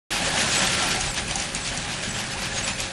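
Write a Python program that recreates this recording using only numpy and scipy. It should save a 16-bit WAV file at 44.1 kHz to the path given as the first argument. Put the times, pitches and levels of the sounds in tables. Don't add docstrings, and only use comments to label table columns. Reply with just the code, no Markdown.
import sys
import numpy as np
from scipy import signal
from scipy.fft import rfft, irfft
from scipy.io import wavfile
from scipy.ndimage import uniform_filter1d

SR = 44100
rng = np.random.default_rng(int(sys.argv[2]) if len(sys.argv) > 2 else 0)


def rack_gain(trim_db):
    fader = np.asarray(trim_db, float)
    return 10 ** (fader / 20)


def bounce(signal):
    frames = np.transpose(np.atleast_2d(signal))
    limited = np.clip(frames, -1, 1)
    pcm = np.round(limited * 32767).astype(np.int16)
    wavfile.write(sys.argv[1], SR, pcm)


N = 128772
TIME = np.arange(N) / SR

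# time_s, level_db
CLOSENESS = [(.1, -31), (.3, -26), (.55, -27), (.75, -26), (.96, -27), (1.0, -33), (1.25, -32.5),
             (1.5, -33.5), (1.9, -32.5), (2.3, -33), (2.6, -32.5), (2.8, -33.5), (2.92, -35)]
# freq_hz, density_db_per_hz
WASH_SPECTRUM = [(150, -10.5), (250, -6.5), (480, -10.5), (560, -1.5), (1270, -6), (2560, -3.5),
                 (9120, -13), (10600, -10.5), (12400, -33)]
# freq_hz, density_db_per_hz
RATTLE_SPECTRUM = [(290, 12), (500, -1.5), (1700, -0.5), (2430, 4), (6680, -1.5), (10100, -8), (12400, -11)]
# ring_hz, width_hz, level_db
PLATES = [(764, 16, -18.5), (819.5, 8.3, -17), (600, 15, -43), (447.7, 9.7, -24.5), (1652, 304, -9),
          (2440, 270, -16), (4525, 19, -19.5), (6200, 360, -19), (6680, 460, -19.5)]
# freq_hz, density_db_per_hz
RUMBLE_SPECTRUM = [(8.8, -36), (15, -8), (43, -8), (87, -3), (113, -4.5), (188, 1.5), (296, -10),
                   (400, -7.5), (520, -26), (880, -120)]
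# freq_hz, density_db_per_hz
FLOOR_SPECTRUM = [(20, -13), (30, -10.5), (42, 6.5), (60, -8), (115, -6), (150, -13), (220, -30)]
GEAR_HZ = [538.5, 538.5, 1361.4, 121.5]
# level_db, peak_s, swell_width_s, swell_db
GEAR_SWELLS = [
    (-63, 0.42, 0.56, 19),
    (-49.5, 2.69, 0.21, 4.5),
    (-54, 0.79, 0.37, 17),
    (-46.5, 2, 0.31, 3.5),
]
DRIVE_HZ = [8855, 8904, 8954, 9051, 8640]
DRIVE_DB = [-55.5, -54, -57.5, -57.5, -64]
# time_s, level_db, length_s, brightness_db
HANDOVERS = [(.135, 3, 0.09, -3.5), (0.262, -5, 0.032, 5.5), (0.397, -2, 0.063, 3.5),
             (0.533, 2.5, 0.059, 0.5), (0.64, -3.5, 0.15, 4), (0.796, -1.5, 0.097, -1),
             (0.914, -2, 0.033, 3), (1.023, -5.5, 0.074, 8.5), (1.178, 2.5, 0.039, -1),
             (1.312, 0, 0.038, -4.5), (1.397, -1, 0.07, 0), (1.561, -1.5, 0.028, 2),
             (1.666, -1.5, 0.055, 3.5), (1.79, -16, 0.1, 13.5), (1.919, -3.5, 0.042, 0),
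             (2.05, -14, 0.064, 10), (2.192, -1.5, 0.11, -6), (2.324, -10, 0.027, 6),
             (2.443, -0.5, 0.094, -3.5), (2.574, -9.5, 0.061, 8), (2.683, 0.5, 0.038, 1.5),
             (2.809, -8, 0.06, 9), (2.85, -2, 0.046, -12)]
# time_s, level_db, pitch_hz
BOOMS = [(.2, -33.5, 744), (0.328, -28, 785), (.46, -45, 790), (.82, -32, 738), (.94, -32, 786),
         (1.07, -37, 794), (1.344, -31, 787), (1.9, -40.5, 780), (2.345, -53, 780), (.84, -32, 890),
         (0.979, -32.5, 770), (1.02, -40, 777), (.26, -35, 548), (.2, -32, 192), (.36, -30, 175),
         (.45, -29.5, 125), (.54, -32, 185), (1.18, -34, 180), (1.76, -34.5, 139), (2.06, -35, 192)]
# time_s, peak_db, ring_hz
KNOCKS = [(.366, -19, 6600), (0.652, -11, 2380), (0.673, -7, 3470), (0.889, -10, 2440), (0.929, -12, 5300),
          (1.01, -8.5, 6600), (1.064, -19, 6400), (1.144, -15, 6230), (1.181, -16, 6040),
          (1.311, -9.5, 3070), (1.357, -6, 6600), (1.401, -13, 6960), (1.423, -15.5, 5940),
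          (1.549, -8.5, 6730), (1.676, -15, 3880), (1.775, -11.5, 6050), (2.036, -18, 3350),
          (2.188, -15.5, 4770), (2.678, -11, 2550), (2.803, -10.5, 6630), (.379, -14, 2940),
          (0.512, -14, 2700), (0.859, -14, 2930), (0.913, -10, 2430), (1.282, -13, 2530),
          (1.571, -19, 2540), (1.66, -22, 3280), (2.111, -21, 5150), (2.166, -15, 1790), (2.205, -19, 4730),
          (2.239, -18, 1680), (2.336, -17, 2450), (2.42, -18, 2000), (2.457, -18, 3200), (2.494, -29, 1650),
          (2.697, -27, 6650), (2.787, -23, 7400), (1.347, -26, 2740), (1.375, -27, 3630),
          (1.408, -21, 3800), (2.192, -22, 2870), (2.215, -20, 3640), (0.276, -15, 2980), (.76, -21, 3450),
          (.69, -23, 3000), (2.685, -19, 8800)]
# ring_hz, level_db
WEIGHT_RINGS = [(2800, -6), (4700, -6), (5800, -5), (7400, -5), (8500, -9), (9900, -9)]
# start_s, low_hz, high_hz, level_db
SPLITS = [
    (.466, 6100, 7800, -37),
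    (.466, 11200, 12000, -80),
    (2.3, 4600, 5900, -41),
    (2.718, 5000, 7000, -41),
    (2.718, 9500, 10500, -52),
]
# start_s, length_s, level_db, start_hz, end_hz
SQUEAKS = [(.497, .02, -34, 6850, 6750), (.517, .022, -34, 6500, 6750), (.538, .016, -33, 6700, 6900),
           (.554, .052, -29, 7830, 7700), (.604, .03, -39, 7600, 7100), (.66, .03, -38, 7300, 7550),
           (.587, .009, -33, 10600, 10600), (1.0, .014, -35, 6750, 6850), (1.04, .035, -41, 7000, 6800),
           (1.078, .038, -34, 7740, 7880), (1.108, .03, -36, 7750, 7450), (1.36, .04, -43, 5950, 5850),
           (1.388, .022, -37, 5750, 5850), (1.3, .2, -50, 9790, 9770), (1.6, .06, -40, 7800, 7650),
           (2.082, .045, -40, 7680, 7850), (2.03, .03, -43, 6750, 6850), (2.042, .018, -38, 3250, 3300),
           (2.06, .03, -43, 3000, 2950), (2.3, .03, -42, 3950, 3900), (2.335, .05, -41, 720, 1050),
           (2.385, .014, -39, 1400, 1500), (2.405, .03, -43, 4550, 4600), (2.49, .05, -41, 1620, 1750),
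           (2.125, .045, -43, 7750, 7350), (2.168, .035, -41, 7400, 7850), (2.525, .025, -40, 7300, 7150),
           (2.548, .022, -40, 6650, 6550), (2.57, .032, -31, 6540, 6540), (2.6, .035, -43, 6500, 6700),
           (2.628, .036, -34, 7680, 7780), (2.675, .025, -38, 7200, 7100), (2.68, .045, -40, 2520, 2560),
           (2.708, .016, -38, 7150, 7150)]


def evened(x):
    return x / np.sqrt(np.mean(x ** 2) + 1e-20)


def read(points, hz):
    point_hz, point_db = np.transpose(points)
    return np.interp(np.log(hz + 1), np.log(point_hz + 1), point_db, left=-90, right=-90)


def colour(x, points):
    gain = rack_gain(read(points, np.fft.rfftfreq(N, 1 / SR)))
    return irfft(rfft(x) * gain, N)


def drift(top_hz):
    z = rfft(rng.standard_normal(N))
    lowpass = np.exp(-(np.fft.rfftfreq(N, 1 / SR) / top_hz) ** 2)
    return evened(irfft(z * lowpass, N))


def resonate(x, hz, width_hz):
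    turn = np.exp(2j * np.pi * hz * TIME)
    r = np.exp(-np.pi * width_hz / SR)
    return 2 * (turn * signal.lfilter([1 - r], [1, -r], x / turn)).real


def add(mix, start_s, sound):
    part = mix[round(start_s * SR):][:len(sound)]
    part += sound[:len(part)]


def patchy(points, patchy_db, flicker_db):
    frames = N // 128 + 6
    real, imag, patches = rng.standard_normal((frames, 257, 3)).T
    patches = uniform_filter1d(patches, size=6, axis=0)
    patches = evened(uniform_filter1d(patches, size=14, axis=1))
    z = (real + 1j * imag) * rack_gain(patchy_db * patches)
    white = signal.istft(z, nperseg=512, noverlap=384)[1][:N]
    return evened(colour(white, points)) * rack_gain(flicker_db * drift(13.4))


def rattle(taps_per_s):
    spread_db, ring_cycles = 1, 11
    size = rack_gain(spread_db * np.minimum(rng.exponential(1, N), 5)) * (rng.random(N) < taps_per_s / SR)
    kind = rng.integers(0, 32, N)
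    out, t = np.zeros(N), np.arange(1024) / SR
    for k, hz in enumerate(np.geomspace(600, 11500, num=32)):
        tap = np.sin(2 * np.pi * hz * t) * np.exp(-2 * t * hz / ring_cycles)
        tap *= np.sqrt(hz) / np.linalg.norm(tap)
        out += signal.oaconvolve(size * (kind == k), tap)[:N]
    return evened(colour(out, RATTLE_SPECTRUM))


def plates():
    shaking = rng.standard_normal(N) * rack_gain(2 * drift(30))
    out = np.zeros(N)
    for hz, width_hz, db in PLATES:
        ring = resonate(resonate(shaking, hz, width_hz), hz, 2 * width_hz)
        out += rack_gain(db) * evened(ring)
    return out


def steady_clatter():
    rattle_db, clatter_db, clatter_hz = -8, 1, 120
    wash = patchy(WASH_SPECTRUM, patchy_db=1.5, flicker_db=-1.44)
    steady = wash + rack_gain(rattle_db) * rattle(2500) + plates()
    return steady * evened(rack_gain(clatter_db * drift(clatter_hz)))


def frame_rumble():
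    return rack_gain(-36.5) * patchy(RUMBLE_SPECTRUM, patchy_db=0.95, flicker_db=0.5)


def floor_shake():
    return rack_gain(-42) * patchy(FLOOR_SPECTRUM, patchy_db=-1.5, flicker_db=2.5)


def gear_whines():
    waver_db, out = 2.5, np.zeros(N)
    for hz, (db, peak_s, width_s, swell_db) in zip(GEAR_HZ, GEAR_SWELLS):
        swell = swell_db * np.exp(-((TIME - peak_s) / width_s) ** 2)
        level_db = db + 1.5 + swell + waver_db * drift(14.0)
        out += rack_gain(level_db) * np.sin(2 * np.pi * hz * TIME + 1.1 * drift(7.1))
    return out


def drive_whine():
    fade_s, fade_db, swell_s, swell_db = 1.52, -10, 1.38, 2.5
    fade = fade_db / (1 + np.exp((fade_s - TIME) / .04))
    swell = swell_db * np.exp(-((TIME - swell_s) / .2) ** 2)
    out = np.zeros(N)
    for hz, db in zip(DRIVE_HZ, DRIVE_DB):
        level_db = db + 5 + fade + swell + 1.5 * drift(5)
        out += rack_gain(level_db) * np.sin(2 * np.pi * hz * TIME + .9 * drift(4))
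    return out


def handovers():
    bright_from_hz = 2700
    low, high = np.zeros(N), np.zeros(N)
    for s, db, length_s, bright_db in HANDOVERS:
        u = (TIME - s) / max(length_s, .01)
        power = rack_gain(2 * db) * np.exp(-np.where(u < 0, 2.9 * u, 1.61 * u) ** 2)
        low += power
        high += power * rack_gain(2 * bright_db)
    taps = rattle(9000)
    dull = signal.filtfilt(*signal.butter(1, bright_from_hz, fs=SR), taps)
    return rack_gain(-27.5) * (np.sqrt(low) * dull + np.sqrt(high) * (taps - dull))


def booms():
    boom_s, width_hz = 0.016, 76
    hiss, out = rng.standard_normal(N), np.zeros(N)
    for s, db, hz in BOOMS:
        hum = evened(resonate(resonate(hiss, hz, width_hz), hz, width_hz))
        out += rack_gain(db) * hum * np.exp(-((TIME - s - boom_s) / boom_s) ** 2)
    return out


def knocks():
    ring_db, ring_t60_s, rise_s = -6, .017, .0015
    splash_db, splash_t60_s = -20.5, 0.13
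    tick_db, tick_t60_s = -11, .008
    apart_db_per_octave = -5
    out, t = np.zeros(N), np.arange(2600) / SR
    side_hz, side_db = np.transpose(WEIGHT_RINGS)[:, :, None]
    for s, db, hz in KNOCKS:
        hiss = rng.standard_normal(2600)
        level_db = side_db + apart_db_per_octave * abs(np.log2(side_hz / hz)) + 2 * hiss[:6, None]
        pitch_hz = side_hz * (1 + 0.029 * hiss[6:12, None])
        sides = (rack_gain(level_db) * np.sin(2 * np.pi * pitch_hz * t)).sum(axis=0)
        ring = (np.sin(2 * np.pi * hz * t) + sides) * rack_gain(ring_db - 60 * t / ring_t60_s)
        splash = evened(signal.lfilter([1, -1, -1, 1], [1, -.9, .5], hiss))
        splash *= rack_gain(splash_db - 60 * t / splash_t60_s) / 2
        add(out, s - .001, rack_gain(db) * np.minimum(t / rise_s, 1) * (ring + splash))
        add(out, s, rack_gain(db + tick_db - 60 * t / tick_t60_s) * np.diff(hiss, prepend=0))
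    return out


def splits():
    out, hz = np.zeros(N), np.fft.rfftfreq(2048, 1 / SR)
    for s, low_hz, high_hz, db in SPLITS:
        band = irfft(rfft(rng.standard_normal(2048)) * (hz > low_hz) * (hz < high_hz))
        add(out, s, rack_gain(db) * evened(band) * np.hanning(2048))
    return np.array([out, -out])


def squeaks():
    wobble_ratio, flutter_db, scratch, scratch_hz = .004, 1.8, .3, 450
    squeak_db, lean, roundness = 4, 1.2, .6
    out, wobble = np.zeros(N), drift(87)
    flutter = rack_gain(flutter_db * drift(100)) * (1 + scratch * drift(scratch_hz))
    for s, length_s, db, from_hz, to_hz in SQUEAKS:
        u = np.clip((TIME - s) / length_s, 0, 1)
        hz = (from_hz + (to_hz - from_hz) * u) * (1 + wobble_ratio * wobble)
        shape = abs(np.sin(np.pi * u ** lean)) ** roundness
        out += shape * rack_gain(db + squeak_db) * flutter * np.sin(2 * np.pi * np.cumsum(hz) / SR)
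    return out


def scene():
    rumble_follow, handover_follow = 0.6, 0.52
    level_db = np.interp(TIME, *np.transpose(CLOSENESS))
    near_db = level_db + 30
    mix = rack_gain(level_db) * steady_clatter()
    mix += rack_gain(rumble_follow * near_db) * frame_rumble() + floor_shake()
    mix += gear_whines() + drive_whine()
    mix += rack_gain(handover_follow * near_db) * handovers()
    mix += booms() + knocks() + squeaks()
    return np.array([mix, mix])


def ragged_top(x):
    top_hz, edge_hz, fall_hz, wander_hz, line_hz, hole_hz = 10330, 12050, 165, 200, 65, 130
    hole_chance, spark_chance, lift_db_per_khz = .06, .018, 6
    full_until_s = .2
    hz, t, z = signal.stft(x, SR, nperseg=2048, noverlap=1024)
    column_hz = hz[:, None]
    above_hz = column_hz - top_hz - wander_hz * rng.standard_normal(len(t))
    chance = spark_chance + 1 / (1 + np.exp(np.clip(above_hz / fall_hz, -30, 30)))
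    chance = (chance + (t < full_until_s)) * (column_hz < edge_hz)
    keep = rng.random((len(t), 400)).T[(hz // line_hz).astype(int)] < chance
    hole_luck = rng.random((len(t), 200)).T[(hz // hole_hz).astype(int)]
    holes = hole_luck < hole_chance * np.clip(column_hz / 7000 - 1, 0, 1)
    above_khz = np.clip(column_hz - top_hz, 0, 2000) / 1000
    lift = rack_gain(lift_db_per_khz * above_khz * (t >= full_until_s))
    return signal.istft(z * keep * lift * ~holes, SR, nperseg=2048, noverlap=1024)[1][:, :N]


def top_cut(x):
    return signal.sosfilt(signal.butter(12, 12370, fs=SR, output="sos"), x)


def record(dry):
    start_s, open_s = .1052, .001
    opening = np.clip((TIME - start_s) / open_s, 0, 1)
    mix = (ragged_top(dry) + splits()) * opening
    return top_cut(mix)


dry = scene()
out = record(dry)
bounce(out)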